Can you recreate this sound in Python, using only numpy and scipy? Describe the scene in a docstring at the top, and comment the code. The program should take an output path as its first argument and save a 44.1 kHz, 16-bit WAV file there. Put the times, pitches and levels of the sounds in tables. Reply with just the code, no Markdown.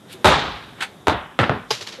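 """A paved drive beside a brick wall, houses beyond, over a quiet street hum that lasts throughout. Hands and cloth
swish at the throw, a knock sounds, then a heavy ball slams down and the house fronts throw the slam back. Shoes
scuff the grit as a jumper pushes off, the ball bounces, soles land; then hollow knocks and loose stones by the wall.
Blows are sharp pulses with near copies and noise tails; scuffs and stones are shaped noise grains; knocks are
damped tones; thuds are low tones that sink in pitch; the hum is coloured noise."""
import sys
import numpy as np
from scipy import signal
from scipy.fft import rfft, irfft
from scipy.io import wavfile
from scipy.ndimage import uniform_filter1d

SR = 44100
rng = np.random.default_rng(int(sys.argv[2]) if len(sys.argv) > 2 else 0)


def unload_wav(signal):
    """Save mono or channel-first audio to the path in sys.argv[1] as 16-bit WAV at rate SR, clipped to [-1, 1]."""
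    wavfile.write(
        sys.argv[1],
        SR,
        np.round(np.clip(np.atleast_2d(signal).T, -1, 1) * 32767).astype(np.int16),
    )


N = 88200  # samples: 2 s


def amp(db):
    """Decibels to amplitude."""
    return 10 ** (np.asarray(db) / 20)


def unit(x):
    """Scale to an RMS of 1."""
    return x / np.sqrt(np.mean(x ** 2) + 1e-20)


def along(points, hz):
    """Read a curve of (Hz, value) points along a log frequency axis."""
    point_hz, values = np.transpose(points)
    return np.interp(np.log(hz + 1), np.log(point_hz + 1), values)


def smooth_patches(shape, bins, frames):
    """Random time-frequency patches, averaged over neighbouring bins and frames, RMS 1."""
    field = uniform_filter1d(rng.standard_normal(shape), size=bins, axis=0)
    return unit(uniform_filter1d(field, size=frames, axis=1))


def high_pass(x, cut_hz, order):
    """Butterworth bass cut."""
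    return signal.sosfilt(signal.butter(order, cut_hz, "high", fs=SR, output="sos"), x)


def pulse(colour, tilt_db, size=4096):
    """The shortest causal (minimum-phase) pulse with this colour and tilt in dB per octave, energy 1."""
    hz = np.fft.rfftfreq(size, 1 / SR)
    colour_db = along(colour, hz) + tilt_db * np.log2((hz + 100) / 1000)
    cepstrum = irfft(np.log(amp(colour_db)))
    # folding the cepstrum onto positive time packs the energy at the start
    cepstrum[1:size // 2] *= 2
    cepstrum[size // 2 + 1:] = 0
    p = irfft(np.exp(rfft(cepstrum)))
    return p / np.linalg.norm(p)


def add(out, start_s, x):
    """Mix x into out from start_s, cut at the end of out."""
    place = out[round(start_s * SR):][:len(x)]
    place += x[:len(place)]


def swell(loudest_s, rise_s, t60_s):
    """Exponential rise (time constant rise_s) to 1 at loudest_s, then a fall of 60 dB in t60_s."""
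    t = np.arange(N) / SR - loudest_s
    rise = np.exp(np.minimum(t, 0) / rise_s)
    fall = amp(-60 * np.maximum(t, 0) / t60_s)
    return np.where(t < 0, rise, fall)


# quiet street air, colour: freq_hz, density_db (dB per Hz, relative)
HUM_COLOUR = [(25, -72), (60, -15.5), (150, -3), (500, -9.5), (1100, -16), (1600, -20), (2800, -27.5),
              (3600, -17), (4300, -33.5), (5500, -32), (13000, -37)]
# its loudness over time: time_s, level_db
HUM_LEVEL = [(0, -48), (.22, -43), (.7, -45.5), (.92, -45), (1.05, -46.5), (1.36, -48.5), (1.662, -47.5),
             (2, -47)]


def hum():
    """Far traffic and air: coloured noise in slowly shifting time-frequency patches."""
    z = signal.stft(rng.standard_normal(N + 4096), nperseg=512)[2]
    air = signal.istft(z * amp(0.74 * smooth_patches(z.shape, 5, 12)), nperseg=512)[1]
    coloured = signal.fftconvolve(air, pulse(HUM_COLOUR, 0))[4096:N + 4096]
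    level_db = np.interp(np.arange(N) / SR, *np.transpose(HUM_LEVEL))
    return amp(level_db) * unit(coloured)


# how long the street rings at speed 1: freq_hz, t60_s
STREET_DECAY = [(60, 0.64), (160, 0.42), (420, 0.33), (1100, 0.58), (2900, 0.68), (5000, 0.55),
                (8000, 0.31), (12000, 0.1)]
# where the speed factors apply, middle spanning two points: freq_hz
SPEED_HZ = (300, 1000, 3200, 5500)
LUMPS_DB = 1.5  # unevenness of the tail


def street(hold_s, bass, middle, treble):
    """A dense noise echo: full for hold_s, then each frequency dies at its own speed factor over its t60."""
    hz, t, z = signal.stft(rng.standard_normal(SR), SR, nperseg=256)
    lumps = smooth_patches(z.shape, 14, 3)
    speed = np.interp(hz, SPEED_HZ, [bass, middle, middle, treble]) / along(STREET_DECAY, hz)
    fall_db = 60 * speed[:, None] * np.maximum(t - hold_s, 0)
    tail = signal.istft(z * amp(LUMPS_DB * lumps - fall_db), SR, nperseg=256)[1]
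    onset = 1 - np.exp(-np.arange(len(tail)) / SR / .004)
    return tail * onset / np.sqrt(SR * .01)


# the slam off house fronts, about 27 to 55 m away by delay: start_s, level_db, tilt_db_per_octave, bass_cut_hz
FRONTS = [(.404, 7, 2, 800), (.44, 5, -2, 200), (.487, -3, 1, 1500), (.555, -6, -1, 800),
          (.569, 0, -1, 950)]
FRONT_SPEED = 12  # decay speed factor, all bands


def fronts():
    """Each far wall returns the slam as a short noise burst in the ball's colour, thinned in the bass."""
    out = np.zeros(N)
    for start_s, level_db, tilt_db, cut_hz in FRONTS:
        tail = street(0, FRONT_SPEED, FRONT_SPEED, FRONT_SPEED)
        burst = signal.fftconvolve(tail, pulse(BALL_COLOUR, tilt_db))
        add(out, start_s, amp(level_db) * high_pass(burst, cut_hz, 4))
    return out


# short hollow knocks: loudest_s, pitch_hz, level_db, rise_s, t60_s
KNOCKS = [(.148, 375, -37, .006, .15), (.81, 3050, -26, .001, .05), (1.7065, 4900, -19, .0004, .07),
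          (1.7095, 862, -19, .002, .07), (1.71, 440, -16, .002, .055), (1.711, 1080, -23, .002, .05),
          (1.991, 520, -30.5, .004, .5)]


def knocks():
    """Brief damped tones whose phase wanders a little."""
    t = np.arange(N) / SR
    out = np.zeros(N)
    for loudest_s, pitch_hz, level_db, rise_s, t60_s in KNOCKS:
        drift = 0.013 * np.cumsum(rng.standard_normal(N))
        tone = np.sin(2 * np.pi * pitch_hz * t + drift)
        out += amp(level_db) * swell(loudest_s, rise_s, t60_s) * tone
    return out


GRAINS_PER_S, GRAIN_SPREAD_DB = 4500, 1.6  # grain density; mean random boost of a grain
HISS_SHARE = 1  # hiss against grains, before the mix is levelled


def rubbing(rows, colour):
    """Friction as random fine grains plus smooth hiss, swelling and dying, with a little street tail."""
    out = np.zeros(N)
    for loudest_s, level_db, rise_s, t60_s, tilt_db, echo_db in rows:
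        struck = rng.random(N) < GRAINS_PER_S / SR
        boost = amp(GRAIN_SPREAD_DB * rng.exponential(size=N))
        grains = unit(struck * rng.standard_normal(N) * boost)
        texture = unit(grains + HISS_SHARE * rng.standard_normal(N))
        rub = amp(level_db) * swell(loudest_s, rise_s, t60_s) * texture
        echo = signal.fftconvolve(rub, street(0, 0.91, 2.4, 1.5))[:N] / np.sqrt(SR * 0.0011)
        out += signal.fftconvolve(rub + amp(echo_db) * echo, pulse(colour, tilt_db))[:N]
    return out


# hands and cloth at the throw: loudest_s, level_db, rise_s, t60_s, tilt_db_per_octave, echo_db
SWISHES = [(.105, -42, 0.013, 0.31, 0, -18), (.128, -36.5, 0.011, 0.11, 5, -15)]
# their colour: freq_hz, density_db (dB per Hz, relative)
SWISH_COLOUR = [(590, -51), (1000, -17), (1350, 1.5), (3620, 4.5), (5750, -14), (10200, -13), (13000, -19)]


def swishes():
    """Hands and cloth rub as the ball is thrown: soft bursts of grains and hiss."""
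    return rubbing(SWISHES, SWISH_COLOUR)


# loose stones by the wall: loudest_s, level_db, rise_s, t60_s, tilt_db_per_octave, echo_db
GRAVEL = [(1.7065, -19, .0004, 0.088, 0.68, 3.5), (1.711, -15, .001, 0.02, -1.1, -18),
          (1.722, -25, 0.009, 0.28, 0.78, -7), (1.812, -28.5, .004, 0.07, -1.2, -14),
          (1.826, -33.5, 0.0059, 0.14, 0.34, -32), (1.874, -29.5, 0.0073, 0.066, -0.11, -20),
          (1.886, -34, .004, 0.19, -0.19, -8), (1.926, -34.5, 0.0044, 0.086, -0.57, 1),
          (1.938, -38.5, 0.0067, 0.37, -2.3, -15)]
# their colour: freq_hz, density_db (dB per Hz, relative)
STONE_COLOUR = [(120, -62), (200, -21), (420, -1), (700, -7.5), (1100, -4), (2000, -4.5), (3700, -0.5),
                (5200, -4.5), (7200, -11), (8500, -20), (11800, -22.5), (13000, -35)]


def gravel():
    """Loose stones crunch by the wall: overlapping bursts of grains and hiss."""
    return rubbing(GRAVEL, STONE_COLOUR)


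# shoes on grit, push-off then landing: loudest_s, level_db, rise_s, t60_s, tilt_db_per_octave, echo_db
SCUFFS = [(.797, -39.5, 0.015, 0.071, -3.5, -12), (.8068, -23, 0.0009, 0.042, -0.5, -12),
          (.8097, -22, .0004, 0.04, -1, 6), (0.825, -17.5, 0.0067, .1, -0.5, 0),
          (1.393, -23, 0.00051, 0.18, -3.5, 5.5), (1.411, -27, 0.0065, 0.18, -3, -7)]
# the grit's colour: freq_hz, density_db (dB per Hz, relative)
GRIT_COLOUR = [(180, -27), (300, -17), (640, -23), (785, -5.5), (1110, -16), (1430, -4), (3680, -11),
               (5380, -25.5), (8490, -23.5), (13000, -36)]


def scuffs():
    """Shoes grind grit on the paving: bursts of grains and hiss."""
    return rubbing(SCUFFS, GRIT_COLOUR)


# weight arriving: start_s, peak_db, start_pitch_hz, end_pitch_hz, time_to_peak_s
THUDS = [(.25, -15.5, 140, 55.25, 0.019), (1.075, -18.5, 134, 60, 0.0087), (1.395, -15, 175, 88, 0.016),
         (1.495, -15, 170, 112, 0.0057), (1.706, -36, 149, 120, 0.021), (1.811, -44, 132, 96, 0.017)]


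def thuds():
    """Soft low pushes: tones that swell and fade while their pitch sinks."""
    out, t = np.zeros(N), np.arange(SR // 2) / SR
    for start_s, peak_db, high_hz, low_hz, peak_s in THUDS:
        pitch_hz = low_hz + (high_hz - low_hz) * np.exp(-t / peak_s)
        phase = 2 * np.pi * np.cumsum(pitch_hz) / SR
        push = (t / peak_s * np.exp(1 - t / peak_s)) ** 2
        add(out, start_s, amp(peak_db) * push * np.sin(phase))
    return out


SLAP_CUT_HZ = 464  # bass cut of the slap and its near copies


def blows(rows, colour, near, modes):
    """A thin sharp slap with copies off near surfaces, ringing, a short clatter and the street's tail."""
    out, t = np.zeros(N), np.arange(SR // 2) / SR
    for start_s, slap_db, tilt_db, clatter_db, fast, echo_db, hold_s, *speeds in rows:
        slaps = np.zeros(SR // 10)
        slaps[0] = amp(slap_db)
        for delay_s, copy_db in near:
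            slaps[round(delay_s * SR)] += amp(slap_db + copy_db)
        echo = amp(echo_db) * street(hold_s, *speeds)
        clatter = amp(clatter_db) * street(0, fast, fast, fast)
        blow = echo + clatter
        add(blow, 0, -high_pass(slaps, SLAP_CUT_HZ, 2))
        add(out, start_s, signal.fftconvolve(blow, pulse(colour, tilt_db)))
        for pitch_hz, mode_db, t60_s in modes:
            wander = .045 * np.cumsum(rng.standard_normal(len(t)))
            onset = 1 - np.exp(-t / 0.0035)
            level = amp(echo_db + mode_db - 60 * t / t60_s)
            add(out, start_s, level * onset * np.sin(2 * np.pi * pitch_hz * t + wander))
    return out


# soles landing: start_s, slap_db, tilt_db_per_octave, clatter_db, clatter_speed, echo_db, echo_hold_s,
# bass_speed, middle_speed, treble_speed (speeds are decay factors)
SOLES = [(1.3903, 11.5, 0.5, 20.8, 8.3, 6.5, 0.023, 0.93, 1.45, 1.2),
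         (1.432, 6, -1.3, 16.8, 8.1, 0.5, 0.0082, 1.6, 1.5, 1.7),
         (1.4952, 13, -2.97, 3.2, 4.6, 5.5, 0.025, 1.5, 1.48, 2.1)]
# their colour: freq_hz, density_db (dB per Hz, relative)
SOLE_COLOUR = [(29, -35), (50, -6), (227, 8.5), (895, 3.5), (1530, 3.5), (2120, -3.5), (3530, -8),
               (4780, -18), (7100, -35.5), (13000, -45)]
# close reflections: delay_s, level_db (against the slap)
SOLE_NEAR = [(.0015, -2), (.0037, -29), (.0062, -12)]


def soles():
    """Shoe soles slap the paving: pulses, near copies, clatter and tail, with no ringing."""
    return blows(SOLES, SOLE_COLOUR, SOLE_NEAR, [])


# ball on the ground, slam then bounce: start_s, slap_db, tilt_db_per_octave, clatter_db, clatter_speed, echo_db,
# echo_hold_s, bass_speed, middle_speed, treble_speed (speeds are decay factors)
BALL = [(.2452, 10.5, 0.5, 14, 3.3, 15, 0.039, 0.59, 0.81, 0.75),
        (1.0706, 8.5, -2, 9, 1.67, 6, 0.049, 1.32, 1.06, 4.7)]
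# its colour: freq_hz, density_db (dB per Hz, relative)
BALL_COLOUR = [(29, -24), (50, -4), (250, -0.5), (500, -1.5), (860, 2), (1400, -1.5), (2100, -9),
               (2900, -11), (3700, -7.5), (4500, -16), (5400, -21), (13000, -35.5)]
# reflections off the wall and a car: delay_s, level_db (against the slap)
BALL_NEAR = [(.0021, 3.5), (.0052, -33), (.0075, -4), (.0125, 10), (.0155, -30), (.019, -4), (.027, 0)]
# the air and shell inside: pitch_hz, level_db (added to echo_db), t60_s
BALL_MODES = [(388.6, -23.5, 0.18), (604, -28.5, 0.38), (759.5, -29, 0.29), (874.5, -34.5, 0.57),
              (1263, -27, 0.17), (1498, -29, 0.14)]


def ball():
    """A heavy ball strikes the paving: sharp slap, wall copies, and the ringing of its air and shell."""
    return blows(BALL, BALL_COLOUR, BALL_NEAR, BALL_MODES)


def scene():
    """All layers summed, from the street to the ball, as one channel."""
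    background = hum() + fronts() + knocks()
    rubs = swishes() + gravel() + scuffs()
    hits = thuds() + soles() + ball()
    return (background + rubs + hits)[None]


LOW_HZ, TOP_HZ = 43, 13750  # bass cut; stop-band edge of the treble cut
HISS_DB = -63
CLIP_TOP, CLIP_HARD = .9, 4  # ceiling (full scale 1); sharpness of the bend


def record(dry):
    """The microphone chain: a bass cut, faint hiss, squeezed loud peaks, then a steep treble cut."""
    x = high_pass(dry, LOW_HZ, 3) + amp(HISS_DB) * rng.standard_normal(dry.shape)
    x = x / (1 + np.abs(x / CLIP_TOP) ** CLIP_HARD) ** (1 / CLIP_HARD)
    return signal.sosfilt(signal.cheby2(12, 45, TOP_HZ, fs=SR, output="sos"), x)


dry = scene()
out = record(dry)
unload_wav(out)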